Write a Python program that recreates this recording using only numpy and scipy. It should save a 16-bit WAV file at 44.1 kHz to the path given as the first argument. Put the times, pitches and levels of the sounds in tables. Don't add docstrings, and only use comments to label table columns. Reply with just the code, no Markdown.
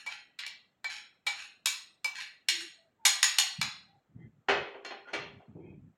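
import sys
import numpy as np
from scipy import signal
from scipy.io import wavfile
from scipy.ndimage import uniform_filter1d

SR = 44100
rng = np.random.default_rng(int(sys.argv[2]) if len(sys.argv) > 2 else 0)


def output_pcm(signal):
    pcm = np.clip(np.atleast_2d(signal).T, -1, 1) * 32767
    wavfile.write(sys.argv[1], SR, np.round(pcm).astype(np.int16))


N = 263531
BLOW_S = 0.1

# (centre [Hz], width [Hz], t60 [s], level [dB])
WOK_CLUSTERS = [(4190, 250, 0.52, -8), (5420, 630, 0.52, -13.5), (6710, 210, 0.37, -5.5),
                (8260, 450, 0.48, -12.5), (9390, 210, 0.32, -14), (9830, 330, 0.35, -14),
                (11400, 550, 0.36, -21)]


def taps(wet_db=-2, touch_db=-19, touch_lead_s=0.0013, rim_ring_db=3, tink_t60_s=0.13,
         grip_s=0.053, grip_db=-5):
    # (time [s], level [dB], lows [dB], brightness [dB], spoon ring [dB],
    # wok ring before rim boost [dB re clack], place [0 wall - 1 rim], contact decay [s], tink [Hz], tink [dB])
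    spoon_blows = [(0.0623, -52, 15.5, 0, -43, -8, 0.65, 0.014, 2267, -51.5),
                   (0.389, -43.5, -9.5, -6, -56.5, -13, .3, 0.012, 3900, -55),
                   (0.4648, -47.5, -2.5, 2, -49, -18, 0, 0.0022, 3570, -70),
                   (0.844, -44.5, 5, -5.5, -40, -12.5, 0.96, 0.0026, 1800, -51),
                   (1.266, -38.5, 6.5, -3, -35.5, -4, 0.13, 0.013, 3800, -44.5),
                   (1.6586, -33.5, -10, 8, -39.5, -10.5, 0, 0.0014, 3760, -38.5),
                   (2.045, -44.5, 9.5, 4.5, -35, -18, 0, 0.0012, 5070, -46.5),
                   (2.4859, -29.5, -15, 1, -49, -9, 0, 0.004, 4100, -41),
                   (3.052, -26.5, -4, 5.5, -53, -7, 0.78, 0.011, 3736, -34.5),
                   (3.229, -27.5, -1, 3.5, -61, -6.5, .7, 0.0024, 3620, -42),
                   (3.385, -28, -0.5, 4.5, -55.5, -10, 0.57, 0.0032, 3592, -38.5),
                   (3.614, -33, -5.5, -3, -41, -11, 0.74, 0.0035, 1880, -63)]
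    # (frequency [Hz], density [dB per Hz])
    clack_spectrum = [(200, -30.5), (400, -27.5), (550, -20), (850, 0), (1300, -1.5), (1900, 2.5),
                      (2800, 3), (4100, 1), (5500, -4), (7000, -6.5), (8800, -9.5), (10000, -11),
                      (12500, -18.5), (15000, -25)]
    # (frequency [Hz], t60 [s], level [dB])
    spoon_modes = [(537, 0.13, -22), (855, 0.16, -18), (1945, 0.3, -19.5), (2309, 0.33, 5), (2336, 0.25, 0),
                   (4840, 0.13, -19.5), (4250, .18, -13.5), (7526, .16, -18)]
    out = np.zeros(N)
    for s, db, lows, bright, spoon_db, wok_db, place, decay, tink_hz, tink_db in spoon_blows:
        chatter = contact(decay, rise_s=0.00047, rattle_db=-36.5, rattle_decay_s=0.025)
        force = shell(colour(chatter, clack_spectrum), db=-5)
        clack = blow(kitchen(force, wet_db))[:SR // 2]
        metal = amp(wok_db + rim_ring_db * place) * wok_ring(place)
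        add(metal, 0, clack)
        add(out, s, amp(db) * colour(metal, hardness(lows, bright)))
        add(out, s - touch_lead_s, amp(db + touch_db) * blow(np.diff(force)))

        tink_modes = [(tink_hz, tink_t60_s, 0), (tink_hz * 0.86, tink_t60_s / 2, -3)]
        add(out, s, amp(tink_db) * blow(ring(tink_modes)))

        ping = ring(spoon_modes)
        t = np.arange(len(ping)) / SR
        damping_db = np.interp(t, [grip_s / 2, grip_s], [0, grip_db])
        add(out, s, amp(spoon_db) * blow(ping * amp(damping_db)))
    return out


def scrapes(ring_db=-6, wet_db=-3):
    # (start [s], end [s], level [dB], swelling share [0-1, clipped], treble [dB])
    drag_strokes = [(-0.03, 0.02, -49.5, 0.26, -3), (0.083, 0.143, -41.5, 0.49, -12.5),
                    (0.413, 0.442, -40, 1, -24), (0.89, 1.003, -42.5, 0.13, -8),
                    (1.351, 1.45, -45, 0.43, -7.5), (1.68, 1.733, -56, 0.42, 15.5),
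                    (2.139, 2.209, -42, 0.55, -6.5), (2.187, 2.248, -41.5, 0.43, -8.5),
                    (2.537, 2.627, -48.5, 0.88, 2.5)]
    # (frequency [Hz], density [dB per Hz])
    scrape_spectrum = [(300, -26), (600, -32.5), (950, -21), (1300, -8), (1900, 0), (2500, 0.5), (3200, -3),
                       (4200, -4), (5500, -9.5), (6800, -7), (8800, -21), (10000, -17.5), (15000, -35.5)]
    out = np.zeros(N)
    for start, end, db, swell, treble_db in drag_strokes:
        count = max(round((end - start) * SR), 400)
        peak = np.clip(swell, 0.05, 0.95)
        pressure = np.interp(np.linspace(0, 1, count), [0, peak, 1], [0.1, 1, 0.35])
        slips = pressure * lumpy(count, db=3, size=200) * grit(count, per_s=1300, spread_db=5)
        slips = np.pad(slips, (0, SR // 2))
        surface = shell(colour(slips, scrape_spectrum), db=-4.5)
        rasp = blow(kitchen(slide(surface), wet_db))
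        metal = blow(signal.fftconvolve(slips, wok_ring(0))[:len(slips)])
        sound = colour(rasp + amp(ring_db) * metal, [(2500, 0.0024), (8000, treble_db)])
        add(out, start, amp(db) * np.sqrt(count / SR / BLOW_S) * sound)
    return out


def set_down(wet_db=-1, support_db=-5, lead_s=0.0033, judder_db=4):
    # (time [s], level [dB], lows [dB], brightness [dB],
    # wok ring [dB re clunk], contact decay [s], rattle [dB re contact])
    support_blows = [(4.487, -28, 1.5, -6, -27, 0.012, -22.5), (4.747, -59, 9, -21, -31.5, 0.009, -28),
                     (4.851, -45.5, -5.5, 3, -5.5, 0.0041, -46), (4.909, -46.5, 0, -11, -22, 0.0072, -33),
                     (5.074, -53.5, 0.5, -2.5, -43.5, 0.02, 5), (5.134, -37, -2, -0.5, -13.5, 0.012, -24),
                     (5.402, -69, 6, -10.5, -12, 0.0028, -30)]
    # (frequency [Hz], density [dB per Hz])
    clunk_spectrum = [(50, -22.5), (120, -23.5), (230, -13), (380, 0), (800, 0), (1400, -5.5), (2200, -3.5),
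                      (3200, -8), (3850, -17.5), (4700, -18.5), (6500, -19), (8000, -30), (10000, -31.5),
                      (14000, -54)]
    # (frequency [Hz], t60 [s], level [dB])
    support_modes = [(270, .2, -8), (403, .75, -1), (463, .6, -10), (529, .3, -7), (680, .4, -5),
                     (791, .45, -3), (1003, .45, -9), (1199, .4, -6), (1432, .35, 0), (1560, .3, -5),
                     (1776, .45, -8), (1992, .3, -7), (2740, .3, -8), (3176, .35, -10), (3278, .5, -10),
                     (4230, .5, -10)]
    out = np.zeros(N)
    for s, db, lows, bright, wok_db, decay, rattle_db in support_blows:
        force = contact(decay, rise_s=0.0072, rattle_db=rattle_db, rattle_decay_s=0.081)
        force *= lumpy(len(force), judder_db, size=120)
        sound = blow(kitchen(colour(force, clunk_spectrum), wet_db))
        add(sound, 0, amp(support_db) * blow(ring(support_modes, rise_s=0.0025)))
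        metal = colour(wok_ring(0), [(2500, 2.0), (4300, 3.5), (5600, -3), (7000, -23.0),
                                     (8300, -22.0), (10000, -15.5), (12000, -12.0)])
        add(sound, 0, amp(wok_db) * metal)
        add(out, s - lead_s, amp(db) * colour(sound, hardness(lows, bright)))
    return out


def pressing(attack_s=0.018, sag_db_per_s=32, release_db_per_s=398):
    # (start [s], length [s], squelch [dB], rasp [dB], mesh pitch [factor])
    pulp_pushes = [(4.162, 0.11, -63, -66.5, .755), (5.54, 0.21, -51, -66, 0.93)]
    # (frequency before pitch factor [Hz], width [Hz], level [dB])
    mesh_modes = [(1910, 120, -16), (2310, 28, -8.5), (2510, 120, -2.5), (2705, 31, -1.5)]
    # (frequency [Hz], density [dB per Hz])
    squelch_spectrum = [(120, -27), (320, 14.5), (450, 5.5), (600, -4), (900, -5.5), (1300, -30),
                        (4000, -38), (9000, -64)]
    hoop_hz, hoop_width_hz, hoop_db = 3193, 120, -10.5
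    rasp_peak, rasp_width = 0.67, 0.36
    out = np.zeros(N)
    for start, length, squelch_db, rasp_db, pitch in pulp_pushes:
        push = gesture(length, attack_s, release_db_per_s, sag_db_per_s)
        count = len(push)
        squelch = unit(colour(grit(count, per_s=900, spread_db=1), squelch_spectrum))
        add(out, start, amp(squelch_db) * push * squelch)

        wires = grit(count, per_s=1500, spread_db=1)
        modes = [(hz * pitch, width, db) for hz, width, db in mesh_modes]
        modes.append((hoop_hz, hoop_width_hz, hoop_db))
        rasp = np.zeros(count)
        for hz, width, db in modes:
            rasp += amp(db) * unit(resonance(resonance(wires, hz, width), hz, width))
        progress = np.arange(count) / SR / length
        swell = 1 / np.cosh((progress - rasp_peak) / rasp_width) ** 2
        add(out, start, amp(rasp_db) * swell * unit(rasp))
    return out


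def handling(attack_s=0.01, release_db_per_s=647):
    # (start [s], length [s], level [dB])
    grip_shifts = [(3.6, 0.081, -50.5), (3.72, 0.27, -69.5), (4.089, .33, -67.5), (4.143, .14, -52.5),
                   (4.485, .135, -50.5), (5.16, 0.229, -57), (5.475, 0.42, -53.5)]
    # (frequency [Hz], density [dB per Hz])
    rumble_spectrum = [(20, -42), (50, -11), (90, 2.5), (170, 5.5), (260, -5), (400, -17.5), (900, -49),
                       (3000, -77)]
    # (time [s], pitch [Hz], level [dB], Gaussian half-width [s])
    soft_thumps = [(3.595, 159, -35, 0.006), (4.165, 152, -41, 0.0042), (5.56, 194, -44.5, 0.005)]
    out = np.zeros(N)
    for start, length, db in grip_shifts:
        rub = gesture(length, attack_s, release_db_per_s)
        rumble = unit(colour(grit(len(rub), per_s=900, spread_db=1), rumble_spectrum))
        add(out, start, amp(db) * rub * rumble)
    t = np.arange(-SR // 20, SR // 20) / SR
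    for s, hz, db, width in soft_thumps:
        envelope = np.exp(-(t / width) ** 2)
        add(out, s + t[0], amp(db) * np.sqrt(2) * envelope * np.sin(2 * np.pi * hz * t))
    return out


def whines(waver=0.026):
    # (start [s], end [s], mean pitch [Hz], level [dB])
    rubbed_tones = [(2.182, 2.202, 990, -52.5), (2.483, 2.712, 337, -59), (2.744, 2.915, 660, -73.5),
                    (2.98, 3.081, 897, -67), (3.858, 4.014, 792, -71), (5.044, 5.121, 1450, -56),
                    (5.388, 5.442, 757, -65)]
    out = np.zeros(N)
    for start, end, hz, db in rubbed_tones:
        count = max(round((end - start) * SR), 400)
        drift = unit(uniform_filter1d(rng.standard_normal(count), size=500))
        tone = np.sin(2 * np.pi * np.cumsum(hz * (1 + waver * drift)) / SR)
        envelope = lumpy(count, db=3.0, size=600) * signal.windows.tukey(count, 0.7)
        add(out, start, amp(db) * unit(tone * envelope))
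    return out


def room_floor(level_db=-72):
    # (frequency [Hz], density [dB per Hz])
    floor_spectrum = [(18, -39.5), (30, -8), (184, 3), (473, -2.5), (780, -2), (1010, -7.5), (1250, -3.5),
                      (2540, -9.5), (4300, -15), (4650, -19.5), (7670, -17), (8980, -32.5), (16000, -32.5)]
    return amp(level_db) * unit(colour(rng.standard_normal(N), floor_spectrum))


def kitchen(x, wet_db, build_s=0.0065):
    # (frequency [Hz], t60 [s])
    room_decay = [(100, 0.41), (400, 0.54), (800, 0.47), (2000, 0.47), (4000, 0.51), (7000, .3),
                  (10000, 0.13), (15000, 0.34)]
    # (delay [s], gain [linear])
    near_echoes = [(.0031, 0.28), (.0074, -0.13), (.0122, 0.43), (0.0137, -0.23), (0.0184, 0.14)]
    hz, t, z = signal.stft(rng.standard_normal(SR // 2), SR, nperseg=256)
    decay = amp(-60 * t / read(room_decay, hz)[:, None])
    tail = signal.istft(z * decay, SR, nperseg=256)[1]
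    tail *= (-np.expm1(-np.arange(len(tail)) / SR / build_s)) ** 2
    response = amp(wet_db) * tail / np.linalg.norm(tail)
    response[0] += 1
    for delay, gain in near_echoes:
        response[round(delay * SR)] += gain
    return signal.fftconvolve(x, response)[:len(x)]


def wok_ring(place, vary_db=2.0, count=10):
    # (frequency [Hz], t60 [s], mean level on wall [dB], mean level on rim [dB])
    wok_modes = [(1943, .6, -11, -10), (2300, .38, -6, -10), (2734, .45, -10, -13), (3609, .33, -14, -4),
                 (4221, .4, -7, -7), (4565, .35, -17, -13), (6768, .32, -9, 1), (7532, .32, -12, -19),
                 (830, .35, -19, -24), (1030, .35, -20, -12), (1730, .35, -14, -14), (2915, .4, -16, -13),
                 (3420, .45, -14, -12), (5410, .45, -14, -18)]
    place = np.clip(place, 0, 1)
    modes = []
    for hz, t60, wall, rim in wok_modes:
        modes.append((hz, t60, wall + place * (rim - wall) + vary_db * rng.standard_normal()))
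    for hz, width, t60, db in WOK_CLUSTERS:
        share_db = db - 10 * np.log10(count)
        modes += [(hz + width * (u - 0.5), t60, share_db) for u in rng.random(count)]
    return blow(ring(modes))


def ring(modes, rise_s=0.0037):
    t = np.arange(2 * SR // 3) / SR
    total = np.zeros(len(t))
    for hz, t60, db in modes:
        decay = np.exp(-np.log(1000) * t / t60)
        sine = np.sin(2 * np.pi * (hz * t + rng.random()))
        total += amp(db) * decay * sine / np.sqrt(t60)
    return -np.expm1(-t / rise_s) * total


def contact(decay_s, rise_s, rattle_db, rattle_decay_s):
    t = np.arange(SR) / SR
    burst = np.exp(-t / max(decay_s, 0.001))
    rattle = amp(rattle_db) * np.exp(-t / rattle_decay_s)
    force = -np.expm1(-t / rise_s) * (burst + rattle)
    return force * grit(len(t), per_s=14000, spread_db=0.5)


def hardness(lows_db, bright_db, top_offset_db=-4, top_follows=1.4):
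    top_db = top_offset_db + top_follows * bright_db
    return [(900, lows_db), (1700, 0.0066), (3900, 0.0057), (6500, bright_db), (12000, top_db)]


def slide(x, delay_s=0.000981, travel=0.3, depth=0.69):
    at = np.arange(len(x))
    sway = np.sin(2 * np.pi * (1.5 * at / SR + rng.random()))
    delay = delay_s * SR * (1 + travel * sway)
    return x + depth * np.interp(at - delay, at, x, left=0)


def shell(x, db):
    return x + amp(db) * sum(resonance(x, hz, width) for hz, width, _, _ in WOK_CLUSTERS)


def grit(count, per_s, spread_db):
    size = amp(spread_db * np.minimum(rng.exponential(1, count), 4))
    size = size * rng.choice([-1, 1], count)
    return unit(size * (rng.random(count) < per_s / SR))


def lumpy(count, db, size):
    return amp(db * unit(uniform_filter1d(rng.standard_normal(count), size=size)))


def gesture(length_s, attack_s, release_db_per_s, sag_db_per_s=0):
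    t = np.arange(0, length_s + 0.2, 1 / SR)
    fall_db = sag_db_per_s * t + release_db_per_s * np.maximum(t - length_s, 0)
    return np.minimum(t / attack_s, 1) * amp(-fall_db)


def resonance(x, hz, width_hz):
    return signal.lfilter(*signal.iirpeak(hz, hz / width_hz, SR), x)


def colour(x, points, size=4096):
    log_gain = np.log(amp(read(points, abs(np.fft.fftfreq(size, 1 / SR)))))
    spectrum = np.exp(np.conj(signal.hilbert(log_gain)))
    impulse = np.fft.ifft(spectrum).real[:size // 2]
    return signal.oaconvolve(x, impulse)[:len(x)]


def read(points, hz):
    f, value = np.transpose(points)
    return np.interp(np.log(hz + 1), np.log(f + 1), value)


def amp(db):
    return 10 ** (np.asarray(db) / 20)


def unit(x):
    return x / np.sqrt(np.mean(x ** 2) + 1e-20)


def blow(x):
    return x * np.sqrt(BLOW_S * SR / (np.sum(x ** 2) + 1e-20))


def add(mix, s, sound):
    at = round(s * SR)
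    sound = sound[max(-at, 0):]
    part = mix[max(at, 0):][:len(sound)]
    part += sound[:len(part)]


def scene(width_db=-12, loud_db=-34):
    steel = taps() + scrapes() + set_down()
    mid = steel + pressing() + handling() + whines() + room_floor()
    highpass = signal.butter(14, 4100, "high", fs=SR, output="sos")
    treble = signal.sosfilt(highpass, steel)
    power = abs(uniform_filter1d(treble ** 2, size=1000))
    scatter = rng.standard_normal(SR // 60)
    side = signal.oaconvolve(treble, scatter / np.linalg.norm(scatter))[:N]
    side *= amp(width_db) * power / (power + amp(loud_db) ** 2)
    return np.array([mid + side, mid - side])


def record(dry, edge_hz=16300):
    # (frequency [Hz], density [dB per Hz])
    gate_threshold = [(1000, -100), (4000, -101), (8000, -106), (15000, -112)]
    # (frequency [Hz], gain [dB])
    gate_depth = [(800, -7), (2000, -11), (4000, -14), (8000, -9.5), (15000, -2)]
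    hz, _, z = signal.stft(dry, SR, nperseg=512, noverlap=384, scaling="psd")
    power = uniform_filter1d(2 * abs(z.mean(0)) ** 2, size=5, axis=1).clip(0)
    threshold = amp(read(gate_threshold, hz))[:, None] ** 2
    lowest = amp(read(gate_depth, hz))[:, None]
    z = z * (lowest + (1 - lowest) * power / (power + threshold))
    gated = signal.istft(z, SR, nperseg=512, noverlap=384, scaling="psd")[1][:, :N]
    lowpass = signal.firwin(255, edge_hz, window=("kaiser", 9), fs=SR)
    return signal.oaconvolve(gated, lowpass[None], "same")


dry = scene()
out = record(dry)
output_pcm(out)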